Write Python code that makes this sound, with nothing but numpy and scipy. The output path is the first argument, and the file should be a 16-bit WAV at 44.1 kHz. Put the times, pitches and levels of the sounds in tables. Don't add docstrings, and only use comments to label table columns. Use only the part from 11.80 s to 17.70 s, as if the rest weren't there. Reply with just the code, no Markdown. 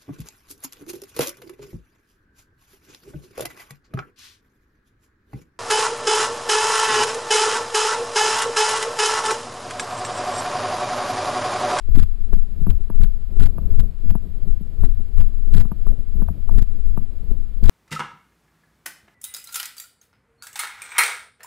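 import sys
import numpy as np
from scipy import signal
from scipy.fft import rfft, irfft, next_fast_len
from scipy.io import wavfile
from scipy.ndimage import uniform_filter1d, map_coordinates

SR = 44100
rng = np.random.default_rng(int(sys.argv[2]) if len(sys.argv) > 2 else 0)


def unload_wav(signal):
    wavfile.write(
        sys.argv[1],
        SR,
        np.round(np.clip(np.atleast_2d(signal).T, -1, 1) * 32767).astype(np.int16),
    )


def amplitude_ratio(level_db):
    exponent = np.asarray(level_db, float) / 20
    return 10 ** exponent


N = 260013

# t/s of overload, signed height/full scale, fall/ms
SHOVES = [(0.15, 1.15, 20.3), (0.1813, -1.58, 29), (0.2245, 1.23, 18.2), (0.5355, -0.97, 11),
          (0.9016, -1.06, 13.8), (1.215, -1, 10), (1.2328, 1.17, 13.3), (1.595, 1.37, 18.6),
          (1.6221, -1.46, 28.4), (1.656, 1.12, 20), (1.993, 1.25, 18.6), (2.2998, 1.12, 17.6),
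          (3.045, -1.04, 18.3), (3.3786, -1, 11.3), (3.4002, 1.05, 12.7), (3.7361, 1.5, 20.3),
          (3.7646, -1.28, 31.7), (3.797, 1.16, 30), (4.782, -1, 18), (4.8206, 1.26, 12), (5.8362, 1.55, 15),
          (5.8546, -1.15, 18), (5.8762, 2, 63)]
# t/s, level/dB
GUSTS = [(0, -18.5), (.4, -2), (1, -2.5), (1.45, -1.5), (1.9, 8.5), (2.15, -4.5), (2.55, 0), (2.899, -4.5),
         (3.25, 3), (3.6, -4), (4.2, -0.5), (4.6, 0.5), (5, 2.5), (5.35, -0.5), (5.9, -2.5)]
# t/s, rumble level/dB, pounding level/dB
FOOTFALLS = [(0.172, -5, -13), (0.531, -10, -35), (0.898, -12.5, -14), (1.23, -6, -25.5), (1.628, -9, -16),
             (1.998, -13, -16.5), (2.302, -9.5, -23), (2.709, -13, -24), (3.06, -9.5, -17),
             (3.411, -8, -30.5), (3.778, -4.5, -8.5), (4.088, -9.5, -27), (4.388, -16.5, -21.5),
             (4.762, -8.5, -16.5), (5.108, -15.5, -34), (5.52, -17, -25.5), (5.859, -10.5, -30)]
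# rumble t/s, pounding t/s, flutter t/s
SWELL_S = (0.053, .045, 0.077)
FADE_S = (0.053, .04, 0.037)
# f/Hz, level/dB per Hz
RUMBLE = [(2, -13), (6, -6.5), (12, 0), (18, -0.5), (24, -4), (33, -17.5), (45, -13.5), (70, -120)]
POUNDING = [(20, -120), (32, -2.5), (45, 4), (75, -0.5), (95, -15), (120, -26), (200, -120)]
FLUTTER = [(60, -120), (100, 2.5), (200, -5), (300, -13), (650, -27), (800, -37.5), (1500, -47.5),
           (3000, -120)]
# t/s, peak level/dB, level of the frame's low share/dB
KNOCKS = [(0.084, -48, 17.5), (0.529, -27.5, 4.5), (0.866, -28, 7), (1.099, -28, 8), (1.149, -48.5, 16.5),
          (1.565, -46, 17.5), (1.781, -28.5, 6.5), (2.351, -25, 5.5), (2.998, -74, 20), (3.033, -27, 7.5),
          (3.851, -35.5, 9), (3.915, -26.5, 5.5), (4.066, -30.5, 3), (4.419, -31, 10), (4.484, -26, -20),
          (4.691, -27.5, -11), (5.173, -24, 4.5), (5.511, -39.5, 14.5)]
# t/s, peak level/dB, f/Hz
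THUDS = [(0.1729, -12, 239.5), (0.402, -35.5, 187), (0.566, -21.5, 177), (.815, -17.5, 144),
         (0.88, -15, 186), (1.197, -22.5, 172), (1.243, -20, 167), (1.615, -18, 178.6), (1.62, -20, 299),
         (1.813, -26.5, 170), (2.258, -25.5, 178.5), (2.319, -21.5, 186), (2.673, -24.5, 177),
         (2.81, -21, 183), (3.672, -28, 202), (3.752, -11.5, 167.1), (3.759, -31, 293.6),
         (4.099, -32.5, 250), (4.353, -23, 176), (4.506, -19, 170), (4.712, -26, 200), (4.779, -18, 199),
         (5.762, -38, 186), (5.8269, -17.5, 184)]
# f/Hz, level/dB, time to die by 60 dB t/s
CASE_MODES = [(580, -24, 0.0084), (670.5, 0.5, 0.038), (922, 4.5, 0.026), (1177, 2, 0.022),
              (1510, 1, 0.0097), (1765, -18.5, 0.02), (2550, -11.5, 0.012)]
FRAME_MODES = [(141.3, 1, 0.042), (198, 2.5, .05), (350, -4, 0.016)]
# f/Hz, width/Hz, level/dB
HOUSING = [(72.4, 14.5, 1.5), (184, 32, -18)]
# t/s, level/dB
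LURCHES = [(0.328, -40), (.6, -29.5), (.76, -28), (1.42, -30), (1.87, -35), (2.43, -34.5), (2.63, -37),
           (3.641, -31), (3.97, -35), (4.5, -18.5), (5.37, -38)]
# f/Hz, level/dB per Hz
HISS = [(300, -120), (700, -3.5), (1500, -7.5), (3000, -10), (4500, -12.5), (5300, -14.5), (5990, -22.5)]


def shoved(low):
    t = np.arange(N) / SR
    push, pinned = np.zeros(N), np.zeros(N)
    gaps_s = np.diff(np.transpose(SHOVES)[0], prepend=-1)
    for (s, height, fall_ms), gap_s in zip(SHOVES, gaps_s):
        rise_ms = 7.5 if gap_s < 0.04 else 13
        crossing = np.arcsin(min(0.95 / abs(height), 1))
        moments = [s - rise_ms / 1000, s, s + fall_ms / 1000]
        swing = np.sin(np.interp(t, moments, [0, crossing, np.pi]))
        push += height * swing
        pinned += swing
    hold = np.clip(uniform_filter1d(1.6 * pinned, size=500), 0, 1)
    return uniform_filter1d(push, size=160) + low * (1 - 0.93 * hold)


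def wind():
    gust_db = wind_level()
    s, rumble_db, pounding_db = np.transpose(FOOTFALLS)
    flutter_db = 0.6 * pounding_db - 31.5

    rumble_gain = amplitude_ratio(gust_db - 26.5) + swells(s, rumble_db, SWELL_S[0], FADE_S[0])
    pounding_gain = amplitude_ratio(gust_db - 39) + swells(s, pounding_db, SWELL_S[1], FADE_S[1])
    flutter_gain = amplitude_ratio(gust_db - 51) + swells(s, flutter_db, SWELL_S[2], FADE_S[2])

    rumble = rumble_gain * amplitude_ratio(7.5) * noise(RUMBLE)
    pounding = pounding_gain * amplitude_ratio(6.0) * unit(amplitude_ratio(2.5 * wobble(14)) * noise(POUNDING))
    flutter = flutter_gain * amplitude_ratio(7.5) * unit(amplitude_ratio(3.5 * wobble(25)) * noise(FLUTTER))

    low = rumble + pounding
    ceiling = 0.8
    return low / (1 + np.abs(low / ceiling) ** 4) ** (1 / 4), flutter


def wind_level():
    return np.interp(np.arange(N) / SR, *np.transpose(GUSTS))


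def swells(times, peaks_db, swell_s, fade_s):
    since = np.arange(N) / SR - times[:, None]
    drop = np.maximum(-since / swell_s, since / fade_s)
    return amplitude_ratio(peaks_db[:, None] - 10 * drop).sum(axis=0)


def mount():
    x = np.zeros(N + SR)
    t = np.arange(SR // 8) / SR
    chances = rng.standard_normal((len(KNOCKS), 10))
    for (s, db, low_db), chance in zip(KNOCKS, chances):
        case = amplitude_ratio(db - 8.5) * ring(CASE_MODES, t, 0.0012, chance)
        frame = amplitude_ratio(db + low_db + 3.5) * ring(FRAME_MODES, t, 0.00045, chance[len(CASE_MODES):])
        x[round((s + 0.001) * SR):][:len(t)] += case + frame
    for s, db, hz in THUDS:
        t60 = 9.5 / hz
        x[round(s * SR):][:len(t)] += ring([(hz, db + 4.5, t60)], t, 0.0017, [0])
    return x[:N]


def ring(modes, t, attack, chance):
    tones = 0
    for k, (hz, db, t60) in enumerate(modes):
        envelope = amplitude_ratio(db + 2.6 * chance[k] - 60 * t / t60)
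        tones = tones + (-1) ** k * envelope * np.sin(2 * np.pi * hz * t)
    return tones * (1 - np.exp(-t / attack))


def hum():
    def response(f):
        return sum(amplitude_ratio(db) * (1j * f * width / (centre ** 2 - f * f + 1j * f * width)) ** 2
                   for centre, width, db in HOUSING)

    shake = unit(amplitude_ratio(2.5 * wobble(12)) * filtered(rng.standard_normal(N), response))
    steady = amplitude_ratio(1.2 * wind_level() - 47.5)
    return (steady + swells(*np.transpose(LURCHES), 0.031, 0.048)) * shake


def hiss():
    shared = amplitude_ratio(-66) * noise(HISS)
    return shared + amplitude_ratio(-70) * np.array([noise(HISS), noise(HISS)])


def noise(spectrum):
    f, db = np.transpose(spectrum)

    def response(hz):
        return amplitude_ratio(np.interp(np.log(hz + 1), np.log(f + 1), db))

    return unit(filtered(rng.standard_normal(N), response))


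def filtered(x, response):
    m = next_fast_len(N + SR // 2)
    return irfft(rfft(x, m) * response(np.fft.rfftfreq(m, 1 / SR)), m)[..., :N]


def wobble(rate):
    knots = rng.standard_normal(int(N * rate / SR) + 4)
    return map_coordinates(knots, [np.arange(N) * rate / SR])


def unit(x):
    return x / np.sqrt(np.mean(x ** 2) + 1e-20)


def scene():
    low, flutter = wind()
    sound = shoved(low + hum()) + flutter + mount()
    return np.array([sound, sound])


def gain_control(x, wait, pace, limit=0.96):
    step_db, deepest_db = 0.5, 6.1
    grip = 41.0
    t = np.arange(SR // 40) / SR - wait
    loss = np.zeros(N + len(t))
    over = uniform_filter1d(np.abs(x), size=60)
    i = 0
    while len(hits := np.flatnonzero(over[i:] * amplitude_ratio(-loss[i:N]) > limit)):
        i += hits[0]
        stretch = pace[i]
        excess = over[i:i + int(0.004 * SR)].max() - limit
        dive = np.sin(np.pi / 2 * np.clip(t / (0.0041 * stretch), 0, 1)) ** 2
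        climb = np.clip((t - 0.005) / (0.009 * stretch), 0, 1) ** 1.45
        dip = min(deepest_db, grip * excess) * (dive - climb)
        loss[i:i + len(t)] = np.maximum(loss[i:i + len(t)], dip)
        i = min(i + int(0.010 * SR), N)
    loss = loss[:N] * (1 + 0.034 * wobble(700))
    return amplitude_ratio(-step_db * np.round(loss / step_db))


def thinned(x):
    hz, _, z = signal.stft(x, SR, nperseg=512)
    gate_db = np.interp(hz, [9500, 10800, 12800, 14000], [-125, -101.5, -99, -95.5])
    level = uniform_filter1d(np.abs(z), size=5, axis=1)
    level = uniform_filter1d(level, size=3, axis=2)
    band = np.clip((15800 - hz) / 900, 0, 1)
    keep = (level > amplitude_ratio(gate_db)[:, None]) * band[:, None]
    return signal.istft(z * keep, SR, nperseg=512)[1][:, :N]


def top_cut(x):
    return signal.sosfilt(signal.butter(12, 16550, fs=SR, output="sos"), x)


def record(dry):
    pace = np.exp(0.1 * wobble(40))
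    left = dry[0] * gain_control(dry[0], wait=0.00126, pace=pace)
    right = dry[1] * gain_control(dry[1], wait=0.0008, pace=1.03 * pace, limit=1.035)
    cut_hz = 320
    right = filtered(right, lambda hz: 1j * hz / (cut_hz + 1j * hz))
    pair = np.clip(np.array([left, right]) + hiss(), -1, 1)

    held_rate, card_rate = 12000, 48000
    slow = signal.resample_poly(pair, held_rate, SR, axis=1)
    held = np.repeat(slow, card_rate // held_rate, axis=1)
    out = signal.resample_poly(held, SR, card_rate, axis=1)[:, :N]
    return top_cut(np.clip(thinned(out), -1, 1))


dry = scene()
out = record(dry)
unload_wav(out)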